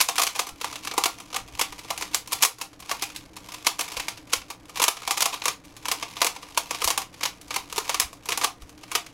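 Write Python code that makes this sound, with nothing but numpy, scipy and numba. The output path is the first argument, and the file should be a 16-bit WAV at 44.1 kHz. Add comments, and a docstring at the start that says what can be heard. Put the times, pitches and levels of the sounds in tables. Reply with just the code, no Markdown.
"""A plastic puzzle cube is turned fast by hand for nine seconds over the faint hum of a computer.
From the start, layers scrape and catch between bright clicks: tiny knocks ring the same shells and core.
Each click is a cluster of loose pieces knocking: thin shells crack as noise, the hollow core clacks in modes.
A small room answers with short diffuse echoes; from half a second on, forearms now and then bump the desk.
Dense loud runs pull the level down for a moment."""
import sys
import numpy as np
from scipy import signal
from scipy.fft import rfft, irfft
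from scipy.io import wavfile
from numba import njit

SR = 44100
rng = np.random.default_rng(int(sys.argv[2]) if len(sys.argv) > 2 else 0)


def write(x):
    x = np.atleast_2d(x).T
    wavfile.write(sys.argv[1], SR, np.round(np.clip(x, -1, 1) * 32767).astype(np.int16))


N = 402633
CLICK_SIZE, LEAD_SIZE = 4096, 512  # samples in one click, and those kept ahead of its main blow

# clear clicks, as a layer catches or snaps home:
# [t/s, level/dB, hollow core/dB relative to the click, treble/dB relative to the click]
CLICK_TABLE = [(0.004, -3.5, -21, -21), (0.012, -2.5, -18, -6.5), (0.087, -4.5, -14, -17.5),
               (0.157, -13, -19, -17), (0.181, -3.5, -14.5, -18), (0.196, -5.5, -11, -16),
               (0.218, -2, -22, -16), (0.233, -4.5, -16.5, -12.5), (0.268, -3, -20.5, -18.5),
               (0.351, -14.5, -20, -26), (0.36, -15.5, -15, -17), (0.393, -4.5, -13.5, -16),
               (0.469, -21, -13, -15.5), (0.489, -23, -15, -14.5), (0.613, -15.5, -17.5, -19.5),
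               (0.644, -12.5, -11.5, -21.5), (0.727, -21, -14.5, -22), (0.757, -18, -18.5, -21),
               (0.849, -20.5, -17, -17), (0.872, -13, -20, -23), (0.913, -15, -18, -35),
               (0.938, -27, -5, -3), (0.979, -8, -7.5, -15), (1.038, -4.5, -17, -15.5),
               (1.057, -5, -12.5, -15.5), (1.201, -25, -14, -15.5), (1.328, -23, -15, -24),
               (1.344, -15, -13, -21), (1.362, -10, -15.5, -20), (1.594, -11, -12.5, -15),
               (1.613, -4.5, -20.5, -19), (1.724, -23, -14, -21), (1.79, -24.5, -31, -18),
               (1.847, -28.5, -12.5, -23), (1.904, -12.5, -11, -16.5), (1.977, -17.5, -22, -17),
               (2.01, -21, -11, -14), (2.023, -13, -18.5, -20), (2.146, -7, -21.5, -11.5),
               (2.275, -27, -14, -8), (2.321, -16.5, -10, -11), (2.33, -10.5, -18.5, -13),
               (2.424, -2.5, -22, -13), (2.434, 1.5, -17, -14), (2.45, 1, -15, -6), (2.585, -29, -8, -8),
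               (2.613, -10.5, -17, -15), (2.731, -32.5, -16, -22), (2.801, -29.5, -15, -12),
               (2.824, -26.5, -15, -27), (2.894, -16, -16.5, -21), (2.913, -10.5, -10, -18),
               (3.022, -11.5, -19, -16), (3.032, -15, -21, -17), (3.101, -25, -27, -25),
               (3.162, -19.5, -48, -16), (3.366, -24.5, -14.5, -18), (3.488, -27.5, -13, -20),
               (3.52, -24.5, -21, -17), (3.542, -21, -18, -19), (3.668, -0.5, -17, -16),
               (3.792, -11, -15, -15), (3.809, -10, -20, -15), (3.88, -21.5, -20, -20),
               (3.92, -21.5, -16.5, -21), (3.968, -12, -18, -22), (3.998, -11.5, -21.5, -22),
               (4.083, -10.5, -21, -21), (4.175, -26, -22, -24), (4.333, -2.5, -21, -17.5),
               (4.417, -25.5, -21, -31), (4.503, -19, -13.5, -18), (4.695, -28.5, -15, -19.5),
               (4.758, -19, -16, -20), (4.772, -14.5, -15, -21), (4.798, -8.5, -13, -22),
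               (4.818, -7.5, -15, -16), (4.825, -7.5, -14, -13), (4.839, -1.5, -18, -15),
               (4.881, 0, -14, -13.5), (4.969, -16.5, -17, -26), (5.02, -24, -10.5, -20),
               (5.032, -20.5, -17, -29), (5.076, -8, -12, -19.5), (5.109, -4.5, -15.5, -15),
               (5.174, -9, -18.5, -16), (5.206, -6, -21, -16), (5.221, -2.5, -17.5, -16),
               (5.257, -4, -15, -15.5), (5.329, -13, -17, -25), (5.34, -14, -14.5, -20),
               (5.418, -14.5, -19, -31), (5.439, -20, -16, -17), (5.456, -8, -11.5, -15),
               (5.481, -5, -18.5, -19), (5.65, -35.5, -18, -16), (5.766, -30, -20, -15),
               (5.855, -14.5, -15, -20), (5.883, -12, -14.5, -17.5), (5.915, -7, -17.5, -16),
               (6.026, -12, -16.5, -28.5), (6.168, -18.5, -17, -28), (6.217, -1, -14.5, -20.5),
               (6.246, -7, -14, -13.5), (6.266, -6, -22, -18), (6.27, -8.5, -14.5, -18),
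               (6.362, -20.5, -14, -24), (6.429, -24, -13, -25), (6.575, -5, -11, -15.5),
               (6.708, -10, -14, -20), (6.747, -15, -20, -21), (6.819, -11.5, -12.5, -21),
               (6.843, -9.5, -17, -9), (6.876, -7, -12.5, -13), (6.904, -5.5, -17, -18),
               (6.977, -8.5, -13, -14), (7.018, -18.5, -16.5, -20), (7.141, -29, -23, -23),
               (7.209, -18.5, -17, -27), (7.232, -7, -25, -21), (7.254, -8, -19.5, -20),
               (7.413, -32.5, -24, -13), (7.507, -13.5, -17, -25), (7.542, -14.5, -22, -21),
               (7.561, -8.5, -15, -19.5), (7.699, -27.5, -22, -20), (7.726, -18.5, -15, -18),
               (7.761, -18, -16, -15), (7.78, -9, -12.5, -17.5), (7.894, -8.5, -14.5, -19.5),
               (7.944, -9, -15.5, -20), (7.999, -5.5, -22, -9.5), (8.016, -10.5, -17, -19),
               (8.13, -30.5, -9, -14), (8.256, -27.5, -13, -8), (8.288, -10.5, -16, -18),
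               (8.305, -17.5, -13.5, -18), (8.321, -7, -22, -22), (8.375, -12.5, -14.5, -13.5),
               (8.413, -13, -13, -22), (8.424, -17, -18, -20), (8.437, -9, -15, -24),
               (8.444, -5.5, -12, -16), (8.621, -33, -13, -17), (8.694, -33, -17, -17.5),
               (8.834, -26, -17.5, -23.5), (8.916, -15.5, -15, -19.5), (8.952, -3, -17.5, -21),
               (9.064, -25.5, -38, -21.5)]
# modes of the hollow cube in the hands: [f/Hz, relative level/dB, t60/s]
CORE_MODES = [(291, -15, 0.021), (448, -2.5, 0.017), (481.3, -4.5, 0.03), (702.4, -15.5, 0.11),
              (788, -11.5, 0.1), (961, 3.5, 0.018), (1081, 3.5, 0.027), (1096, 4, 0.026),
              (1217, -1.5, 0.027), (1379, -23, 0.2)]
# colour of the thin plastic shells: [f/Hz, relative level/dB]
SHELL_COLOUR = [(200, -13), (500, -11), (1100, -5), (1850, -4), (2300, 2.5), (3200, -0.5), (4600, -2),
                (6300, -2.5), (8000, -7.5), (9300, -10), (10400, -7.5), (13000, -14), (15600, -20)]


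def undb(db):
    """Decibels to gain."""
    return 10 ** (np.asarray(db) / 20)


def unit(x):
    """Scale each row to energy 1."""
    return x / np.sqrt(np.sum(x ** 2, axis=-1, keepdims=True))


def level(x, db):
    """Scale to an rms level."""
    return x * undb(db) / np.sqrt(np.mean(x ** 2))


def fade(t, t60):
    """Amplitude of a ring that loses 60 dB in t60 seconds."""
    return np.exp(-np.log(1000) * t / t60)


def lowpass(x, order, hz):
    """Zero-phase low-pass, so that x minus the result is the matching treble."""
    return signal.sosfiltfilt(signal.butter(order, hz, fs=SR, output="sos"), x)


def colour(x, points, size=1024):
    """Minimum-phase filter with the given (Hz, dB) outline: no sound ahead of its blow."""
    hz, db = np.transpose(points)
    bins_hz = np.fft.rfftfreq(size, 1 / SR)
    outline_db = np.interp(np.log(bins_hz + 1), np.log(hz), db)
    cepstrum = irfft(np.log(undb(outline_db)))
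    # fold the cepstrum forward in time to make the response causal
    cepstrum[1:size // 2] *= 2
    cepstrum[size // 2 + 1:] = 0
    response = irfft(np.exp(rfft(cepstrum)))
    filtered = signal.fftconvolve(np.atleast_2d(x), response[None], axes=1)
    return filtered[:, :x.shape[-1]].reshape(x.shape)


def computer(air_db=-54):
    """Fan and air as coloured noise, with hum lines of narrow-band noise that waver."""
    # computer fan and room air: [f/Hz, relative level/dB]
    air_colour = [(20, 0), (60, 5.5), (110, -5.5), (150, -2), (240, -7), (340, -14), (450, -2), (1000, -11),
                  (1750, -15), (2150, -16), (4500, -49), (9000, -38), (15500, -51)]
    # hum of the computer: [f/Hz, half-width/Hz, rms level/dB]
    hum_lines = [(116.2, 11, -60.5), (181.7, 15.4, -63), (299, 30.4, -54.5)]
    f = np.fft.rfftfreq(N, 1 / SR)
    hum = np.zeros(N)
    for hz, width, db in hum_lines:
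        spectrum = rfft(rng.standard_normal(N)) / (1 + ((f - hz) / width) ** 2)
        hum += level(irfft(spectrum, N), db)
    air = level(colour(rng.standard_normal(N), air_colour, size=4096), air_db)
    return hum + air


def rubbing_level():
    """How hard the layers rub between clicks, as a relative gain."""
    # high in fast runs and low while the fingers rest: [t/s, relative level/dB]
    rubbing_points = [(0.0, -44), (0.12, -50), (0.33, -39), (0.46, -58), (0.69, -42.5), (0.91, -49),
                      (1.17, -48.5), (1.93, -47.5), (2.06, -44), (2.34, -56), (2.7, -74), (2.84, -47),
                      (3.02, -37.5), (3.2, -54), (3.41, -49), (3.71, -43.5), (3.94, -39.5), (4.15, -54),
                      (4.75, -56), (4.96, -41.5), (5.34, -39.5), (5.54, -63), (5.77, -53), (6.08, -42),
                      (6.43, -53), (6.64, -45), (6.81, -37), (6.89, -57), (7.02, -65), (7.22, -59),
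                      (7.55, -52), (7.73, -48), (7.93, -35), (8.09, -56), (8.75, -57), (9.13, -57)]
    return undb(np.interp(np.arange(N) / SR, *np.transpose(rubbing_points)))


def turning(run_up_s=0.011, firmness=0.69, rubbing_db=30):
    """Sliding effort: it follows the rubbing of the layers and builds up just before each click."""
    s, db = np.transpose(CLICK_TABLE)[:2]
    stops = np.zeros(N)
    stops[np.clip(s * SR, 0, N - 1).astype(int)] = undb(firmness * db) ** 2
    # a decay run backwards in time swells towards each stop; run_up_s is its time constant in power
    keep = np.exp(-1 / (run_up_s * SR))
    run_up = signal.lfilter([1], [1, -keep], stops[::-1])[::-1]
    return np.sqrt(run_up + (undb(rubbing_db) * rubbing_level()) ** 2)


def crackle(blows, t60):
    """Each blow meets another piece, whose crowded modes are heard as a fast-dying burst of noise."""
    decay = fade(np.arange(CLICK_SIZE) / SR, t60) ** 2
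    power = signal.fftconvolve(np.atleast_2d(blows ** 2), decay[None], axes=1)
    power = power[:, :blows.shape[-1]].reshape(blows.shape)
    # the convolution can dip just below zero, hence abs
    return np.sqrt(np.abs(power)) * rng.standard_normal(blows.shape)


def plastic(grit, shell_db, core_db):
    """Small knocks sound through coloured shells and ringing core, each at its own rms level."""
    t = np.arange(CLICK_SIZE) / SR
    body = np.zeros(CLICK_SIZE)
    for k, (hz, db, t60) in enumerate(CORE_MODES):
        body += (-1) ** k * undb(db) * np.sin(2 * np.pi * hz * t) * fade(t, t60)
    shell_sound = level(colour(grit, SHELL_COLOUR), shell_db)
    core_sound = level(signal.fftconvolve(grit, body)[:N], core_db)
    return shell_sound + core_sound


def scrape(slips_per_s=300, scatter_db=6, shell_db=-34, core_db=-41, slip_t60=0.027):
    """Sliding faces stick and slip: a dense run of tiny knocks, swelling with the turning effort."""
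    happens = rng.random(N) < slips_per_s / SR
    slips = happens * undb(scatter_db * np.clip(rng.standard_normal(N), -2, 2))
    # the levels of plastic() hold before the effort shapes them
    return turning() * plastic(crackle(slips, slip_t60), shell_db, core_db)


def contacts(gap_s=0.0008, settle_s=0.0083, shake=0.083, scatter_db=3, main_blow=1.27,
             lead_s=0.0016, lead_db=-13, count=13, lead_count=4):
    """For each click a few light touches, the main blow, then neighbouring pieces knocking ever more weakly."""
    db = np.array(CLICK_TABLE)[:, 1:2]
    # a hard snap shakes more pieces loose than a light tick
    loose = undb(shake * (db - np.mean(db)))
    gaps = rng.exponential(gap_s, (len(db), count))
    after = np.cumsum(gaps, axis=1) - gaps[:, :1]
    before = rng.exponential(lead_s, (len(db), lead_count))
    knock_force = np.exp(-after / (settle_s * loose))
    touch_force = loose * undb(lead_db) * np.exp(-before / settle_s)
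    force = np.hstack([knock_force, touch_force])
    force = force * undb(scatter_db * rng.standard_normal(force.shape))
    force = force * rng.choice([-1, 1], force.shape)  # pushes go either way
    force[:, 0] = main_blow
    place = LEAD_SIZE + np.hstack([after, -before]) * SR
    place = np.clip(place, 0, CLICK_SIZE // 2).astype(int)
    train = np.zeros((len(db), CLICK_SIZE))
    np.add.at(train, (np.arange(len(db))[:, None], place), force)
    return train


def shells(blows, bright_db, snap_t60=0.004, snap_gain=0.65, crack_t60=0.031,
           rattle_t60=0.041, rattle_db=-11, bright_hz=6500):
    """The hardest blows snap, the thin shells crack, and loose pieces buzz a little longer."""
    # squaring makes the hardest blows stand out
    snap = snap_gain * unit(crackle(blows ** 2, snap_t60))
    crack = unit(crackle(blows, crack_t60))
    rattle = undb(rattle_db) * unit(crackle(blows, rattle_t60))
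    sound = unit(colour(snap + crack + rattle, SHELL_COLOUR))
    # each click has its own treble lift or cut
    dull = lowpass(sound, 2, bright_hz)
    return dull + (sound - dull) * undb(np.clip(bright_db, -10, 10))


def ring(hz, gain, t60):
    """Spectrum of damped modes, one set (a row of hz and gain) for each click."""
    s = 2j * np.pi * np.fft.rfftfreq(CLICK_SIZE, 1 / SR)
    modes = 0
    for f, g, t in zip(hz.T, gain.T, t60):
        modes = modes + g[:, None] * s / ((s + np.log(1000) / t) ** 2 + (2 * np.pi * f[:, None]) ** 2)
    return modes


def core(blows, grip_detune=0.015, scatter_db=2.5):
    """The hollow body rings lower, mostly from the hardest blows; the grip shifts its modes a little."""
    hz, db, t60 = np.transpose(CORE_MODES)
    shape = (len(CLICK_TABLE), len(CORE_MODES))
    # neighbouring modes swing in opposite directions
    swing = (-1) ** np.arange(len(CORE_MODES))
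    gain = undb(db + scatter_db * rng.standard_normal(shape)) * swing
    gripped_hz = hz * (1 + grip_detune * rng.standard_normal(shape))
    hard_blows = blows * np.abs(blows)
    return unit(irfft(rfft(hard_blows) * ring(gripped_hz, gain, t60)))


def clicks(shell_db=12.5, core_db=24, mean_bright_db=2.5):
    """The same contacts drive shells and core; each click has its own share of hollow ring and of treble."""
    s, db, hollow_db, treble_db = np.transpose(CLICK_TABLE)
    bright_db = mean_bright_db + treble_db - np.mean(treble_db)
    blows = contacts()
    shell_sounds = undb(shell_db) * shells(blows, bright_db[:, None])
    core_sounds = undb(core_db + hollow_db[:, None]) * core(blows)
    out = np.zeros(N + 2 * CLICK_SIZE)
    starts = np.clip(s * SR, 0, N).astype(int)
    for start, sound, gain in zip(starts, shell_sounds + core_sounds, undb(db)):
        out[start:start + CLICK_SIZE] += gain * sound
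    # drop the lead so that main blows land on their times
    return out[LEAD_SIZE:LEAD_SIZE + N]


def room_response(t60=0.19, treble_t60=0.16, room_db=-9.5, build_s=0.012, split_hz=6000):
    """A short diffuse tail of noise that builds up softly and whose treble dies first."""
    t = np.arange(SR // 3) / SR
    noise = rng.standard_normal(len(t))
    low = lowpass(noise, 2, split_hz)
    tail = low * fade(t, t60) + (noise - low) * fade(t, treble_t60)
    build_up = 1 - np.exp(-(t / build_s) ** 2)
    return undb(room_db) * unit(tail * build_up)


def room(x, count=24):
    """The cube keeps moving in the hands, so its echo paths change from one stretch to the next."""
    out = np.zeros(N + SR)
    for span in np.array_split(np.arange(N), count):
        wet = signal.fftconvolve(x[span], room_response())
        out[span[0]:span[0] + len(wet)] += wet
    return out[:N]


def catches(gap_s=0.026, unevenness=0.54, scatter_db=7.0, catch_t60=0.029,
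            shell_db=-55, core_db=-62, count=900):
    """Edges of pieces brush past one another at uneven intervals, harder the more the layers rub."""
    gaps, sizes = rng.standard_normal((count, 2)).T
    times = np.cumsum(gap_s * np.exp(unevenness * gaps))  # gap_s is the median gap
    place = (times * SR).astype(int)
    inside = place < N
    knocks = np.zeros(N)
    knocks[place[inside]] = undb(scatter_db * np.clip(sizes[inside], -2, 2))
    return plastic(crackle(knocks * rubbing_level(), catch_t60), shell_db, core_db)


def bumps(rise_s=0.017, top_hz=75):
    """Dull thuds through the desk: low noise that swells quickly and sinks away."""
    # soft bumps of the forearms on the desk: [t/s, level at the top of the swell/dB]
    bump_table = [(.51, -48), (1.41, -44), (1.53, -48), (1.7, -47), (2.81, -51), (3.17, -48), (3.96, -45),
                  (4.36, -42.5), (6.84, -40), (8.03, -42), (8.61, -44)]
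    t = np.arange(N) / SR
    swell = np.zeros(N)
    for s, db in bump_table:
        age = np.maximum(t - s, 0) / rise_s
        swell += undb(db) * age * np.exp(1 - age)
    low_filter = signal.butter(3, top_hz, fs=SR, output="sos")
    rumble = level(signal.sosfilt(low_filter, rng.standard_normal(N)), 0)
    return swell * rumble


def scene(radiation_hz=250, count=3):
    """The cube, too small to radiate bass, in its room over the computer."""
    rubbing = scrape() + catches()
    # each face radiates its own version of a click; one faces the microphone, all reach the walls
    faces = [clicks() + rubbing for _ in range(count)]
    echoes = sum(room(face) for face in faces) / np.sqrt(count)
    bass_cut = signal.butter(3, radiation_hz, "high", fs=SR, output="sos")
    cube = signal.sosfilt(bass_cut, faces[0] + echoes)
    return (cube + computer() + bumps())[None]


@njit
def follow(x, attack, release):
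    """Envelope that rises fast and sinks slowly; attack and release are steps per sample."""
    out, e = np.empty(len(x)), 0.
    for i in range(len(x)):
        e += (x[i] - e) * (attack if x[i] > e else release)
        out[i] = e
    return out


def record(dry, threshold_db=-21, depth=1.3, memory_s=0.0076, attack_s=0.026, release_s=0.14, top_hz=15800):
    """Gain control ducks as loudness passes a threshold; peaks are rounded and the top is cut."""
    step = 1 / (memory_s * SR)
    loudness = np.sqrt(signal.lfilter([step], [1, step - 1], dry[0] ** 2))
    over = np.maximum(loudness / undb(threshold_db) - 1, 0)
    excess = follow(over, 1 / (attack_s * SR), 1 / (release_s * SR))
    ducked = dry / (1 + depth * excess)
    top_cut = signal.ellip(10, 0.2, 70, top_hz, fs=SR, output="sos")
    return signal.sosfilt(top_cut, np.tanh(ducked))


dry = scene()
out = record(dry)
write(out)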